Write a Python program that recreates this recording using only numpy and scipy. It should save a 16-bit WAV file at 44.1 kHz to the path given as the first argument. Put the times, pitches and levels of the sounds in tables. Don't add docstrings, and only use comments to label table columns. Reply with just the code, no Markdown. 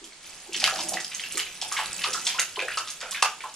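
import sys
import numpy as np
from scipy import signal
from scipy.fft import rfft, irfft, next_fast_len
from scipy.io import wavfile
from scipy.ndimage import uniform_filter1d

SR = 44100
rng = np.random.default_rng(int(sys.argv[2]) if len(sys.argv) > 2 else 0)


def generate_wav(signal):
    frames = np.transpose(np.atleast_2d(signal))
    scaled = np.clip(frames, -1, 1) * 32767
    pcm = np.round(scaled).astype(np.int16)
    wavfile.write(sys.argv[1], SR, pcm)


def gain_from_decibels(decibels):
    exponent = np.asarray(decibels, float) / 20
    return 10 ** exponent


N = 156555
TIME_S = np.arange(N) / SR
EVENT_S = np.arange(SR // 3) / SR


def rms_one(x):
    return x / np.sqrt(np.mean(x ** 2) + 1e-20)


def at_hz(points, hz):
    p = np.array(points, float)
    return np.interp(np.log(hz + 1), np.log(p[:, 0] + 1), p[:, 1])


def shaped(x, gain):
    size = next_fast_len(x.shape[-1])
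    hz = np.arange(size // 2 + 1) * SR / size
    return irfft(rfft(x, size) * gain(hz), size)[..., :x.shape[-1]]


def band_pass(x, order, low_hz, high_hz):
    return signal.sosfilt(signal.butter(order, [low_hz, high_hz], "band", fs=SR, output="sos"), x)


def ring(x, hz, r, zeros):
    return signal.lfilter(zeros, [1, -2 * r * np.cos(2 * np.pi * hz / SR), r * r], x)


def two_ears(pair, likeness):
    def alike(hz):
        return np.clip(at_hz(likeness, hz), -.99, .99)
    mid = shaped(pair[0], lambda hz: np.sqrt(1 + alike(hz)))
    side = shaped(pair[1], lambda hz: np.sqrt(1 - alike(hz)))
    return np.array([mid + side, mid - side]) / np.sqrt(2)


def grains(per_s, spread_db, size):
    chance, rarity, sign = rng.random((3, size))
    heights = gain_from_decibels(-spread_db * np.log(rarity + 0.0022))
    return (chance < per_s / SR) * heights * np.sign(sign - .5) + 1e-18


def add(out, start_s, sound):
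    i = int(start_s * SR)
    out[i:i + len(sound)] += sound


DROP_CYCLES, DROP_RISE_PER_S, GLUG_RISE_PER_S = 40.8, 7, 4.0


def bubble(hz, t60_s, rise_per_s, attack_s, size=None):
    t = EVENT_S[:size]
    tone = np.sin(2 * np.pi * hz * (t + rise_per_s * t ** 2 / 2))
    return tone * gain_from_decibels(-60 * t / t60_s) * (1 - np.exp(-t / attack_s))


GRAINS_PER_S, GRAIN_SPREAD_DB, SPLASH_ATTACK_S = 800, 1.67, 0.0014
DROPLETS, DROPLETS_DB, DROPLET_CYCLES, DROPLET_SPREAD_DB = 18, 6.5, 25.6, 5.5


def splash(hz, octaves, t60_s, attack_s=SPLASH_ATTACK_S):
    half = 2 ** (octaves / 2)
    grit = band_pass(grains(GRAINS_PER_S, GRAIN_SPREAD_DB, len(EVENT_S)), 2, hz / half, hz * half)
    when, pitch, size = rng.random((3, DROPLETS))
    starts_s = np.minimum(when ** 1.5 * t60_s, .3)
    pitches_hz = hz * 2 ** (octaves * (pitch - .5))
    levels = gain_from_decibels(DROPLET_SPREAD_DB * (4.46 * size - 3))
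    plinks = np.zeros(2 * len(EVENT_S))
    for start_s, p, level in zip(starts_s, pitches_hz, levels):
        plink = bubble(p, DROPLET_CYCLES / p, DROP_RISE_PER_S, 0.00025, int(SR * 30 / p))
        add(plinks, start_s, level * plink)
    mix = rms_one(grit) + gain_from_decibels(DROPLETS_DB) * plinks[:len(EVENT_S)]
    return mix * gain_from_decibels(-60 * EVENT_S / t60_s) * (1 - np.exp(-EVENT_S / attack_s))


# (frequency [Hz], density [dB per Hz])
AIR_SPECTRUM = [(12, -17), (35, -7), (95, -29.5), (140, -17.5), (300, -17), (1000, -15.5), (3500, -13.5),
                (8600, -16.5), (11000, -30), (15000, -74)]
# (frequency [Hz], likeness [-1..1])
AIR_LIKENESS = [(25, 0.99), (60, 0.88), (600, 0.72), (10000, 0.14)]
AIR_DB = -49.5


def air():
    noise = two_ears(rng.standard_normal((2, N)), AIR_LIKENESS)
    return gain_from_decibels(AIR_DB) * rms_one(shaped(noise, lambda hz: gain_from_decibels(at_hz(AIR_SPECTRUM, hz))))


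# (time [s], level [dB])
CHURN_LEVEL = [(0, -67), (.2, -59), (.26, -43.5), (.5, -49), (.62, -34.5), (1.05, -44), (1.35, -40.5),
               (1.58, -43), (1.8, -38), (2.15, -37), (2.4, -40.5), (2.53, -44.5), (2.7, -41.5), (2.98, -47),
               (3.15, -43), (3.36, -49.5), (3.55, -47)]
# (frequency [Hz], density [dB per Hz])
FIZZ_SPECTRUM = [(240, -42), (400, -23), (1370, -11.5), (2390, 0), (8820, 1), (12700, -4.5), (14300, -46)]
FIZZ_PER_S, FIZZ_CYCLES, FIZZ_SPREAD_DB, FIZZ_DB = 800, 43.5, 3, -1
HISS_SHARE, FIZZ_BANDS = 0.095, 24


def churn():
    db = np.interp(TIME_S, *np.transpose(CHURN_LEVEL))
    roughness = np.clip((db + 49.5) / 15.0, .3, 1)
    clicks = grains(FIZZ_PER_S, FIZZ_SPREAD_DB * roughness, N)
    dealt = rng.integers(0, FIZZ_BANDS, N)
    hiss = clicks.std() * rng.standard_normal(N)
    fizz = np.zeros(N)
    for k, hz in enumerate(np.geomspace(500, 12000, FIZZ_BANDS)):
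        drive = clicks * (dealt == k) + HISS_SHARE * hiss
        band = rms_one(ring(drive, hz, gain_from_decibels(-60 * hz / (FIZZ_CYCLES * SR)), [0, 1]))
        fizz += gain_from_decibels(at_hz(FIZZ_SPECTRUM, hz)) * np.sqrt(hz) * band
    return gain_from_decibels(db + FIZZ_DB) * rms_one(fizz)


# (time [s], relative level [dB], pitch [Hz])
HEAVES = [(0.015, -46.5, 307), (0.48, -44.5, 393), (0.556, -36.5, 281), (0.61, -42, 148), (1.341, -38, 420),
          (2.059, -35.5, 449), (2.575, -33, 480), (2.619, -30.5, 603), (2.77, -42, 680), (3.026, -35, 620),
          (3.223, -36.5, 577)]
HEAVE_DB, HEAVE_BUBBLE_DB, HEAVE_OCTAVES = -7, -5, 0.68
HEAVE_T60_S, HEAVE_ATTACK_S = 0.23, 0.0043


def heaves():
    out = np.zeros(N + SR)
    for s, db, hz in HEAVES:
        slosh = splash(hz, HEAVE_OCTAVES, HEAVE_T60_S, HEAVE_ATTACK_S)
        tone = bubble(hz, HEAVE_T60_S / 2, GLUG_RISE_PER_S, HEAVE_ATTACK_S)
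        add(out, s, gain_from_decibels(db + HEAVE_DB) * (slosh + gain_from_decibels(HEAVE_BUBBLE_DB) * tone))
    return out[:N]


# (time [s], relative level [dB], pitch [Hz], splash t60 [s], splash re bubble [dB])
DROPS = [(0.0425, -30.5, 3200, 0.098, -33), (0.5254, -25, 2700, 0.041, -24),
         (0.5444, -12, 3020, 0.12, -14.5), (0.6011, -11, 4860, 0.053, -11), (0.6168, -22.5, 2400, 0.2, -5),
         (0.6411, -11.5, 3070, 0.15, -7.5), (0.6742, -18.5, 1650, 0.12, -9),
         (0.7572, -31.5, 1760, 0.12, -2), (0.7826, -20, 3700, 0.17, -8), (0.9369, -24, 2940, 0.1, -4.5),
         (0.9709, -14.5, 1900, 0.14, -19), (1.0459, -15, 5000, 0.034, -13.5),
         (1.1159, -30, 2520, 0.31, -5.5), (1.1958, -18, 3120, 0.094, -13), (1.2375, -18, 2730, 0.1, -13.5),
         (1.3107, -24.5, 2890, 0.083, -10), (1.3546, -19, 4230, 0.11, -18), (1.372, -20, 2250, 0.14, -13),
         (1.3939, -12, 2910, 0.1, -10.5), (1.466, -23, 2370, 0.075, -14.5), (1.6201, -26.5, 4000, 0.073, 1),
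         (1.713, -33.5, 2140, 0.39, -3.5), (1.7671, -15, 2140, 0.31, -9),
         (1.9918, -22.5, 2560, 0.098, -16.5), (2.0169, -23, 2850, 0.089, -6),
         (2.0376, -18.5, 2940, 0.098, -1.5), (2.1312, -18.5, 5250, 0.15, -5.5),
         (2.2643, -30.5, 3200, 0.49, 3.5), (2.391, -9, 2760, 0.07, -10.5), (2.559, -21.5, 3050, 0.053, -9),
         (2.592, -13, 2440, 0.18, -14), (2.6824, -19, 1820, 0.22, -13), (2.719, -21, 2400, 0.097, -11.5),
         (2.775, -18, 4430, 0.083, -4.5), (2.874, -23, 3540, 0.17, -8.5), (3.0078, -35.5, 1660, 0.36, 1),
         (3.12, -25, 3400, 0.12, -5), (3.1463, -19.5, 2240, 0.2, -10), (3.2242, -7, 2700, 0.24, -19),
         (3.4057, -25, 2240, 0.15, -10.5)]
DROP_DB, DROP_OCTAVES = -2, 1.42


def drops():
    out = np.zeros(N + SR)
    for s, db, hz, t60_s, splash_db in DROPS:
        plink = bubble(hz, DROP_CYCLES / hz, DROP_RISE_PER_S, 0.00018)
        add(out, s, gain_from_decibels(db + DROP_DB) * (plink + gain_from_decibels(splash_db) * splash(hz, DROP_OCTAVES, t60_s)))
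    return out[:N]


# (time [s], relative level [dB], pitch [Hz], relative spray level [dB])
SPRAYS = [(0.0425, -29, 7100, -11.5), (0.5314, -26, 5170, -5), (0.5633, -19, 5700, -8.5),
          (0.7589, -21, 5260, -8.5), (0.8062, -17.5, 5150, -12), (0.8268, -22.5, 6850, -7),
          (0.8478, -26, 6200, -8.5), (0.8867, -13, 9300, -8.5), (0.9349, -20, 5250, -7),
          (1.0009, -27, 5100, -4), (1.1479, -17.5, 6500, -11.5), (1.3225, -18, 8200, -13),
          (1.3734, -13, 7500, -8), (1.6147, -19.5, 5300, -6), (1.7236, -17.5, 6560, -7),
          (2.039, -25, 4900, -5), (2.2516, -22, 6000, -5), (2.2676, -14.5, 5300, -4),
          (2.3958, -6.5, 6540, -10), (2.7731, -19, 4900, -8), (2.9027, -22, 6540, -9),
          (3.0054, -25.5, 4870, -6), (3.1103, -18, 7700, -10), (3.224, -10.5, 5660, -7.5),
          (3.5409, -27.5, 7100, -11.5)]
SPRAY_TICK_DB, TICK_CYCLES, SPRAY_OCTAVES, SPRAY_T60_S = 1.5, 33, 1.44, .08


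def sprays():
    out = np.zeros(N + SR)
    for s, db, hz, spray_db in SPRAYS:
        tick = gain_from_decibels(SPRAY_TICK_DB) * bubble(hz, TICK_CYCLES / hz, 0, .00005)
        add(out, s, gain_from_decibels(db) * (tick + gain_from_decibels(spray_db) * splash(hz, SPRAY_OCTAVES, SPRAY_T60_S)))
    return out[:N]


# (time [s], level [dB], pitch [Hz])
DRIPS = [(.123, -38.5, 2170), (.132, -33, 4300), (.245, -35, 3050), (.647, -13.5, 2110), (.655, -17, 4700),
         (.689, -21.5, 1377), (2.6, -23.5, 1990), (2.744, -22, 2820), (3.06, -28.5, 1350),
         (3.153, -23, 2460), (3.172, -22, 3530), (3.177, -28, 1600)]


def drips():
    out = np.zeros(N + SR)
    for s, db, hz in DRIPS:
        add(out, s, gain_from_decibels(db) * bubble(hz, DROP_CYCLES / hz, DROP_RISE_PER_S, 0.0003))
    return out[:N]


# (time [s], relative level [dB], pitch [Hz])
GLUGS = [(0.465, -46, 790), (0.627, -27, 780), (0.674, -30, 1330), (0.723, -29, 741), (0.789, -29, 947),
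         (0.92, -27, 702), (1.372, -31, 1210), (1.621, -34, 778), (1.718, -23.5, 1128),
         (1.788, -21.5, 1060), (2.045, -17.5, 1166), (2.145, -23, 1308), (2.27, -34.5, 923),
         (2.346, -28.5, 982), (2.385, -20.5, 1390), (2.571, -27.5, 983), (2.773, -19.5, 1253),
         (2.873, -35.5, 1210), (3.124, -35, 1080), (3.225, -12, 1155), (3.439, -26, 1010)]
GLUG_DB, GLUG_CYCLES, GLUG_ATTACK_S = -2, 90, 0.00028
FOAM_DB, FOAM_OCTAVES = -9.5, 0.8


def glugs():
    out = np.zeros(N + SR)
    for s, db, hz in GLUGS:
        t60_s = GLUG_CYCLES / hz
        tone = bubble(hz, t60_s, GLUG_RISE_PER_S, GLUG_ATTACK_S)
        add(out, s, gain_from_decibels(db + GLUG_DB) * (tone + gain_from_decibels(FOAM_DB) * splash(hz, FOAM_OCTAVES, 2 * t60_s)))
    return out[:N]


# (time [s], level [dB], pitch [Hz])
CRACKS = [(0.6408, -1.5, 3770), (0.6767, -10, 1730), (2.3952, -6.5, 2970), (3.2255, -5.5, 2000)]
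CRACK_T60_S = 0.0088


def cracks():
    out = np.zeros(N + SR)
    for s, db, hz in CRACKS:
        snap = rng.standard_normal(len(EVENT_S)) * gain_from_decibels(-60 * EVENT_S / CRACK_T60_S)
        burst = band_pass(snap, 1, 0.57 * hz, 1.58 * hz)
        add(out, s, gain_from_decibels(db) * burst / np.abs(burst).max())
    return out[:N]


# (frequency [Hz], width [Hz], level [dB])
TUB_MODES = [(217, 11, -3.5), (324, 35, 1), (620, 110, 3)]
POUR_START_S, POUR_END_S, POUR_EDGE_S, POUR_DB = 0.76, 0.9648, 0.01, -51


def pour():
    white = rng.standard_normal(N)
    rings = np.zeros(N)
    for hz, width_hz, db in TUB_MODES:
        rings += gain_from_decibels(db) * rms_one(ring(white, hz, np.exp(-np.pi * width_hz / SR), [1, 0, -1]))
    inside_s = np.minimum(TIME_S - POUR_START_S, POUR_END_S - TIME_S)
    return gain_from_decibels(POUR_DB) * rings * np.clip(inside_s / POUR_EDGE_S + .5, 0, 1)


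PUSH_S, PUSH_DB, PUSH_LENGTH_S = 1.9, -42, .0012


def air_push():
    return gain_from_decibels(PUSH_DB) * np.exp(-((TIME_S - PUSH_S) / PUSH_LENGTH_S) ** 2)


# (delay [s], level [dB])
TUB_ECHOES = [(.0055, -13.5), (.0115, -11), (.021, -8.5), (.033, -9.5)]
# (frequency [Hz], t60 [s])
ROOM_T60 = [(200, 0.4), (1000, 0.32), (4000, 0.31), (12000, 0.24)]
# (frequency [Hz], likeness [-1..1])
ROOM_LIKENESS = [(60, 0.97), (180, 1), (550, 1), (1640, 0.89), (4960, 0.39), (14900, 0.56)]
ROOM_DB, ROOM_ATTACK_S, ECHO_CUT_HZ = -5.5, 0.0077, 8400


def bathroom(x):
    t = np.arange(SR // 2) / SR
    white = rng.standard_normal((2, len(t)))
    tail = np.zeros_like(white)
    for hz in 180 * 2. ** np.arange(7):
        band = band_pass(white, 2, hz / np.sqrt(2), hz * np.sqrt(2))
        tail += band * gain_from_decibels(-60 * t / at_hz(ROOM_T60, hz)) * (1 - np.exp(-t / ROOM_ATTACK_S))
    answer = two_ears(tail, ROOM_LIKENESS)
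    answer = gain_from_decibels(ROOM_DB) * answer / np.sqrt(np.sum(answer ** 2) / 2)
    echoes = np.zeros_like(answer)
    for k, (lag_s, db) in enumerate(TUB_ECHOES):
        i = int(lag_s * SR)
        echoes[0, i] += gain_from_decibels(db)
        echoes[1, i + 3 * (-1) ** k] += gain_from_decibels(db)
    dull = np.exp(-2 * np.pi * ECHO_CUT_HZ / SR)
    answer += signal.lfilter([1 - dull], [1, -dull], echoes)
    answer[:, 0] += 1
    return signal.fftconvolve(x[None], answer, axes=1)[:, :N]


BASS_CUT_HZ = 240


def scene():
    events = heaves() + drops() + sprays() + drips() + glugs() + cracks()
    high_pass = signal.butter(3, BASS_CUT_HZ, "high", fs=SR, output="sos")
    water = signal.sosfilt(high_pass, events) + churn() + pour()
    return bathroom(water) + air() + air_push()


# (frequency [Hz], left minus right [dB])
PORT_DB = [(60, -1), (500, -1.5), (2400, -0.5), (4400, 0.5), (8000, -6.5), (13000, 0.5)]
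# (frequency [Hz], left lead [rad])
PORT_PHASE = [(0, 1), (3360, 0), (7410, 1.18), (9560, 1.5), (15100, 5.5)]


def two_ports(x):
    def left(hz):
        return gain_from_decibels(at_hz(PORT_DB, hz) / 2) * np.exp(.5j * at_hz(PORT_PHASE, hz))
    return np.array([shaped(x[0], left), shaped(x[1], lambda hz: 1 / left(hz))])


AGC_KNEE_DB, AGC_SHARE, AGC_FALL_DB_PER_S = -25, 0.076, 33


def gain_control(x):
    level_db = 10 * np.log10(uniform_filter1d(np.mean(x ** 2, axis=0), size=441) + 1e-12)
    creep_db = AGC_FALL_DB_PER_S * TIME_S
    held_db = np.maximum.accumulate(level_db + creep_db) - creep_db
    over_db = uniform_filter1d(np.maximum(held_db - AGC_KNEE_DB, 0), size=221)
    return x * gain_from_decibels(-AGC_SHARE * over_db)


def band_limit(x):
    return signal.sosfilt(signal.butter(12, 15540, fs=SR, output="sos"), x)


CUTOFF_HZ = 12300


def record(dry):
    low_pass = signal.butter(10, CUTOFF_HZ, fs=SR, output="sos")
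    mix = signal.sosfilt(low_pass, gain_control(two_ports(dry)))
    return band_limit(mix)


dry = scene()
out = record(dry)
generate_wav(out)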